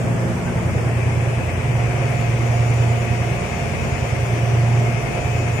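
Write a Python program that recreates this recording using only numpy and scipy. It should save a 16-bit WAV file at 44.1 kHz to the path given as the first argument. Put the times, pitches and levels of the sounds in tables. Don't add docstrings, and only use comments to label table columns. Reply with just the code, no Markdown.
import sys
import numpy as np
from scipy import signal
from scipy.io import wavfile
from scipy.ndimage import uniform_filter1d

SR = 44100
rng = np.random.default_rng(int(sys.argv[2]) if len(sys.argv) > 2 else 0)


def master(y):
    cut = np.clip(np.atleast_2d(y).T, -1, 1)
    pcm = np.round(cut * 32767)
    wavfile.write(sys.argv[1], SR, pcm.astype(np.int16))


def decibels_to_gain(level_db):
    exponent = np.asarray(level_db, float) / 20
    return 10 ** exponent


N = 246959
T = np.arange(N) / SR

CYCLE_HZ = 9.803
MESH_HZ = 196.1
PUMP_HZ = 195.7
SHAFT_WOBBLE_HZ = 3

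# time in seconds, level in dB.
HULL_LEVEL = [(0, -23), (.26, -23), (.44, -33.5), (.8, -20.5), (1.38, -22.5), (1.54, -34), (1.68, -19.5),
              (2.24, -22), (2.4, -19), (2.82, -15.5), (3.08, -24.5), (3.22, -20), (3.45, -31.5),
              (3.85, -34), (4.2, -22), (4.78, -15), (5.18, -32.5), (5.32, -22)]
# time in seconds, pitch in Hz.
HULL_PITCH = [(0, 117.8), (.26, 117.8), (.44, 115.9), (.84, 117.3), (1.54, 118.3), (1.68, 118.2),
              (2.24, 116.5), (2.4, 117.4), (2.82, 117.7), (3.08, 117.6), (3.45, 118.8), (3.85, 116.6),
              (4.2, 117.4), (4.78, 117.45), (5.18, 118), (5.34, 117.3)]
STRONG_ORDER_DB = [-31, -31.5, -40]
# time in seconds, half length in seconds, # change in dB.
FLEX_9 = [
    (0.194, .3, -12),
    (0.71, 0.076, 7),
    (1.5, 0.32, 2.5),
    (3.775, .1, 3.5),
    (4.2, 0.066, 7.5),
    (5.05, 0.22, -11),
    (5.404, 0.17, 6.5),
]
FLEX_14 = [
    (.4, .65, -6),
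    (1.68, 0.051, 6.5),
    (2.15, 0.16, 5.5),
    (3.02, 0.14, -15),
    (4.06, .08, 1),
]
FLEX_18 = [
    (.3, 0.48, 12.5),
    (.98, 0.093, -6),
    (2.15, 0.11, 10),
    (2.68, .35, -13),
    (3.32, 0.16, 9),
    (4.27, .12, 5.5),
]
# order, left level in dB, right level in dB.
WEAK_ORDERS = [(5.01, -55, -52), (6, -39.5, -40), (7, -41, -42.5), (7.9, -39, -39), (9.75, -43, -48.5),
               (11, -42, -38), (12.9, -43.5, -35), (14.6, -41, -42), (16.1, -52.5, -43), (17, -49, -51.5),
               (19.9, -59.5, -56.5), (21.7, -55.5, -37), (24.45, -46, -47.5), (24.4, -44.5, -42.5),
               (35, -45, -45), (41.6, -48.5, -53), (53.5, -45, -43.5), (56, -42, -50.5),
               (62.76, -43.5, -49), (66.1, -47.5, -46.5), (67.53, -50.5, -45.5), (68.55, -44, -44)]
# time in seconds, level in dB at the right port.
PANEL_LEVEL = [(0, -60), (.6, -50), (1.35, -43), (1.55, -35), (2.3, -31.5), (3.3, -31), (4, -34),
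               (4.8, -29), (5.6, -34)]

# multiple of the gear rate, left level in dB, right level in
# dB.
GEAR_TONES = [(11, -59, -85), (12, -81, -59), (13, -64, -57), (15, -56, -77)]
GEAR_SONG_DB = [-40.5, -50, -41.5]
# time in seconds, half length in seconds, change in dB.
SONG_11 = [
    (0, 0.36, -18),
    (.85, .1, -19),
    (1.5, .2, -20),
    (1.9, 0.18, 3.5),
    (5.3, 0.13, -10),
    (5.299, 0.61, 4),
]
SONG_12 = [
    (0, 0.24, -15),
    (1.03, 0.054, 15),
    (1.9, 0.18, 4),
    (3.4, .25, -11),
    (5.1, 0.33, 12),
]
SONG_13 = [
    (.3, 0.47, -10.5),
    (1.25, 0.13, 1),
    (2.6, .15, -10),
    (3.35, 1, 1.5),
    (4.45, 0.4, -7),
    (5.4, .45, 6.5),
]

# multiple of the pump beat, left level in dB, right level in dB.
PUMP_TONES = [(22, -62.5, -68), (23, -57.5, -65.5), (24, -60.5, -69), (25, -66, -62), (26, -60, -58),
              (27, -60.5, -63), (28, -56.5, -66), (29, -56.5, -63), (30, -52, -66), (31, -62, -66),
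              (32.7, -65, -78)]

# time in seconds, second multiple in Hz.
WHISTLE_PITCH = [(0, 6870), (.45, 6830), (1.1, 6835), (1.6, 6885), (1.85, 6865), (2.4, 6860), (3.05, 6830),
                 (3.22, 6875), (3.9, 6825), (4.6, 6840), (4.75, 6890), (4.9, 6850), (5.25, 6835),
                 (5.6, 6850)]
WHISTLE_DB = [-46, -59.5]
# time in seconds, half length in seconds, change in dB.
LEFT_FADES = [
    (0, 0.055, 9),
    (.45, .06, 9),
    (1.75, .3, -4),
    (3.14, 0.072, -8),
    (3.36, .05, -10),
    (3.68, .08, -22),
    (4.6, .2, -8),
    (4.98, .12, -9),
]
# time in seconds, half length in seconds, change in dB.
RIGHT_FLARES = [
    (.72, 0.088, 12),
    (1.3, .15, 7),
    (2.3, .1, -6),
    (2.97, .09, 8),
    (3.55, .1, 8),
    (3.81, 0.056, 9),
    (4.2, .2, -16),
    (4.8, 0.095, 5),
    (5.4, .08, 12),
]
# multiple of the shaft rate, left level in dB, right level in dB.
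TURBINE_TONES = [(1, -60.5, -60), (3, -60.5, -62), (4, -62.5, -76)]

# time in seconds, peak in dB, pitch in Hz, length in seconds,
# left over right in dB.
TICKS = [
    (0.483, -35, 1548, .03, -1),
    (5.485, -39.5, 6350, 0.0031, 20.5),
]

# frequency in Hz, level in dB per Hz.
ROAR_LEFT = [(30, -62.5), (60, -57.5), (120, -48), (300, -57.5), (380, -54), (650, -58), (1400, -65),
             (2400, -58.5), (4000, -80), (6200, -74), (6900, -77), (8000, -88.5), (12000, -88.5),
             (15300, -89)]
# frequency in Hz, level in dB per Hz.
ROAR_RIGHT = [(30, -63.5), (110, -47.5), (300, -59.5), (380, -52), (700, -57.5), (1500, -66.5),
              (2700, -70.5), (4100, -84), (5700, -82), (7000, -80.5), (8300, -75.5), (11000, -90),
              (13800, -90.5), (15300, -99)]
# frequency in Hz, likeness from 0 to 1.
LIKENESS = [(40, 0.94), (130, 0.57), (290, 0.82), (640, .4), (1410, 0), (15000, 0.01)]

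# shading before the swing
# in dB, middle in seconds, half length in seconds.
SWING = [
    (4, 0.88, 0.29),
    (-7, .95, .5),
    (-5.5, 1.92, .2),
    (-4.5, 1.85, .12),
]
# frequency in Hz, row of the swing counted from 1 (0 = never shaded).
SWING_BANDS = [(60, 0), (250, 1), (700, 0), (1500, 0), (2400, 2), (5500, 3), (8500, 0), (11000, 4)]
# frequency in Hz, level in dB per Hz.
FAINT_LIMIT = [(300, -76), (1200, -73), (2600, -83), (3700, -80.5), (4300, -80.5), (5800, -86),
               (7200, -79.5), (8500, -87), (9800, -85), (10600, -83.5), (12800, -83), (14200, -87.5),
               (15000, -86), (15450, -82), (15520, -40)]


def exhaust():
    cycles = CYCLE_HZ * T - .52 + 0.0068 * wander(.5).real
    pitch_hz = columns(HULL_PITCH, T)[0]
    hull_turns = np.cumsum(pitch_hz) / SR - .127
    hull = decibels_to_gain(columns(HULL_LEVEL, T)[0]) * tone(hull_turns, steady=0.99, width_hz=4.8).real
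    for order, db, flex in zip((9, 14, 18), STRONG_ORDER_DB, (FLEX_9, FLEX_14, FLEX_18)):
        hull -= decibels_to_gain(db + bumps(flex)) * tone(order * cycles, steady=0.94, width_hz=3.).real
    out = hull * decibels_to_gain(np.array([[-1.1], [.9]]))

    shade = swing(T)
    for order, *db in WEAK_ORDERS:
        steady = 0.74 * np.exp(-(order / 38) ** 2)
        shaded = decibels_to_gain(1.22 * shade_db(shade, np.array([order * CYCLE_HZ])))
        hum = tone(round(order) * cycles, steady, width_hz=1.4 + order / 12).real
        out -= decibels_to_gain(np.array(db))[:, None] * shaded * hum

    panel = decibels_to_gain(columns(PANEL_LEVEL, T)[0]) * tone(72 * CYCLE_HZ * T, steady=0.95, width_hz=13.0)
    left_panel = decibels_to_gain(-14.5) * panel * np.exp(-.8j)
    return out + [left_panel.real, panel.real]


def gears():
    hz = MESH_HZ * (1 + .0008 * wander(5.07).real + .002 * wander(0.802).real)
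    out = whine(hz, GEAR_TONES, steady=0.22, width_hz=10)
    turns = np.cumsum(hz) / SR
    for k, db, song in zip((11, 12, 13), GEAR_SONG_DB, (SONG_11, SONG_12, SONG_13)):
        out[0] += decibels_to_gain(db + bumps(song)) * tone(k * turns, steady=0.94, width_hz=11).real
    return out


def pump():
    rocking = 0.0024 * np.cos(4 * np.pi * CYCLE_HZ * T)
    hz = PUMP_HZ * (1 + .002 * wander(2.).real + rocking)
    return whine(hz, PUMP_TONES, steady=.45, width_hz=11.6)


def turbine():
    hz = columns(WHISTLE_PITCH, T)[0] / 2 + SHAFT_WOBBLE_HZ * wander(3.).real
    turns = 2 * np.cumsum(hz) / SR
    left_db = WHISTLE_DB[0] + 2.1 * swing(T)[2] + bumps(LEFT_FADES)
    right_db = WHISTLE_DB[1] + bumps(RIGHT_FLARES)
    second = [decibels_to_gain(db) * tone(turns, steady=0.83, width_hz=20).real for db in (left_db, right_db)]
    return second + whine(hz, TURBINE_TONES, steady=0.6, width_hz=33)


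def ticks():
    out = np.zeros((2, N))
    for s, db, hz, length, pan_db in TICKS:
        blip = np.exp(-(2 * (T - s) / length) ** 2) * np.sin(2 * np.pi * hz * T)
        out += decibels_to_gain(db + np.array([[.5], [-.5]]) * pan_db) * blip
    return out


def roar():
    size, hop = 2048, 512
    frames, hz = N // hop + 5, np.fft.rfftfreq(size, 1 / SR)
    a, b, c, d, patches = rng.standard_normal((frames, len(hz), 5)).T
    patches = uniform_filter1d(patches, size=20, axis=0)
    patches = evened(uniform_filter1d(patches, size=8, axis=1))

    same = np.clip(read(LIKENESS, hz), -1, 1)[:, None]
    left = a + 1j * b
    z = np.array([left, same * left + np.sqrt(1 - same ** 2) * (c + 1j * d)])
    shade = swing(np.arange(frames) * hop / SR)
    right_gain = decibels_to_gain(read(ROAR_RIGHT, hz))[:, None]
    deep = hz < 60
    z[0] *= decibels_to_gain(read(ROAR_LEFT, hz)[:, None] + shade_db(shade, hz))
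    z[0, deep] = z[1, deep] * right_gain[deep]
    z[1] *= right_gain
    z *= decibels_to_gain(14.0 + 0.65 * patches)
    noise = signal.istft(z, nperseg=size, noverlap=size - hop)[1][:, :N]

    body = signal.sosfiltfilt(signal.butter(2, 2600, fs=SR, output="sos"), noise)
    bass = signal.sosfiltfilt(signal.butter(2, 260, fs=SR, output="sos"), noise)
    breath = 0.092 * np.cos(4 * np.pi * (CYCLE_HZ * T - .25))
    breath += 0.1 * np.cos(2 * np.pi * (CYCLE_HZ * T - .75))
    thumps = 0.32 * np.cos(4 * np.pi * (CYCLE_HZ * T - .02))
    return noise + bass * thumps + body * (breath + 0.044 * wander(11).real)


def whine(hz, tones, steady, width_hz):
    turns, shade, out = np.cumsum(hz) / SR, swing(T), np.zeros((2, N))
    for k, left_db, right_db in tones:
        spin = np.sqrt(2) * np.exp(2j * np.pi * round(k) * turns)
        shaded_db = left_db + shade_db(shade, np.array([k * hz.mean()]))[0]
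        out[0] += decibels_to_gain(shaded_db) * (spin * drift(steady, width_hz)).real
        out[1] += decibels_to_gain(right_db) * (spin * drift(steady, width_hz)).real
    return out


def tone(turns, steady, width_hz):
    return np.sqrt(2) * np.exp(2j * np.pi * turns) * drift(steady, width_hz)


def drift(steady, width_hz):
    steady = np.clip(steady, 0, 1)
    return steady + np.sqrt(1 - steady ** 2) * wander(width_hz)


def wander(width_hz):
    step = 64
    size = N // step + 2
    bell = np.exp(-(np.fft.fftfreq(size, step / SR) / width_hz) ** 2)
    z = rng.standard_normal((size, 2)) @ [1, 1j] * bell
    return np.interp(np.arange(N), np.arange(size) * step, evened(np.fft.ifft(z)))


def bumps(rows):
    t = T[::64]
    total_db = sum(db * np.exp(-((t - s) / half) ** 2) for s, half, db in rows)
    return np.interp(T, t, total_db)


def swing(t):
    db, s, half = np.transpose(SWING)[:, :, None]
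    return db * (1 - np.tanh((t - s) / half)) / 2


def shade_db(shade, hz):
    weights = [read([(f, row == k) for f, row in SWING_BANDS], hz) for k in (1, 2, 3, 4)]
    return np.transpose(weights) @ shade


def columns(rows, t):
    s, *values = np.transpose(rows)
    return np.array([np.interp(t, s, v) for v in values])


def read(points, hz):
    f, value = np.transpose(points)
    return np.interp(np.log(hz + 1), np.log(f + 1), value)


def evened(x):
    return x / np.sqrt(np.mean(abs(x) ** 2))


def lose_faint_detail(x):
    size, start, band = 1024, 175, 16
    n, k = np.arange(2 * size) + .5, np.arange(size) + .5
    window = np.sin(np.pi * n / (2 * size))
    basis = np.sqrt(2 / size) * window * np.cos(np.pi / size * np.outer(k, n + size / 2))
    padding = (2 * size - start, 2 * size - (N - start) % size)
    halves = np.pad(x, ((0, 0), padding)).reshape(2, -1, size)
    lines = np.concatenate([halves[:, :-1], halves[:, 1:]], axis=2) @ basis.T

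    jumps = rng.standard_normal((*lines.shape[:2], size // band))
    jumps = evened(uniform_filter1d(jumps, size=2, axis=1))
    jumps_db = 2.0 * jumps + 3.8 * jumps.mean(0)
    hz = k * SR / (2 * size)
    limit_db = read(FAINT_LIMIT, hz) + 10 * np.log10(SR / 2) + np.repeat(jumps_db, band, axis=2)
    shade = swing((np.arange(lines.shape[1]) - 1) * size / SR)
    limit_db += shade_db(shade, hz).T * (k > 440)

    step = decibels_to_gain(limit_db) / .6
    rounded = np.sign(lines) * np.floor(abs(lines) / step + .4) * step
    back = rounded @ basis
    joined = (back[:, 1:, :size] + back[:, :-1, size:]).reshape(2, -1)
    return joined[:, size - start:][:, :N]


def scene():
    return exhaust() + gears() + pump() + turbine() + ticks() + roar()


def band_limit(x):
    return signal.sosfilt(signal.butter(12, 15820, fs=SR, output="sos"), x)


def record(dry):
    mix = lose_faint_detail(dry)
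    return band_limit(mix)


dry = scene()
out = record(dry)
master(out)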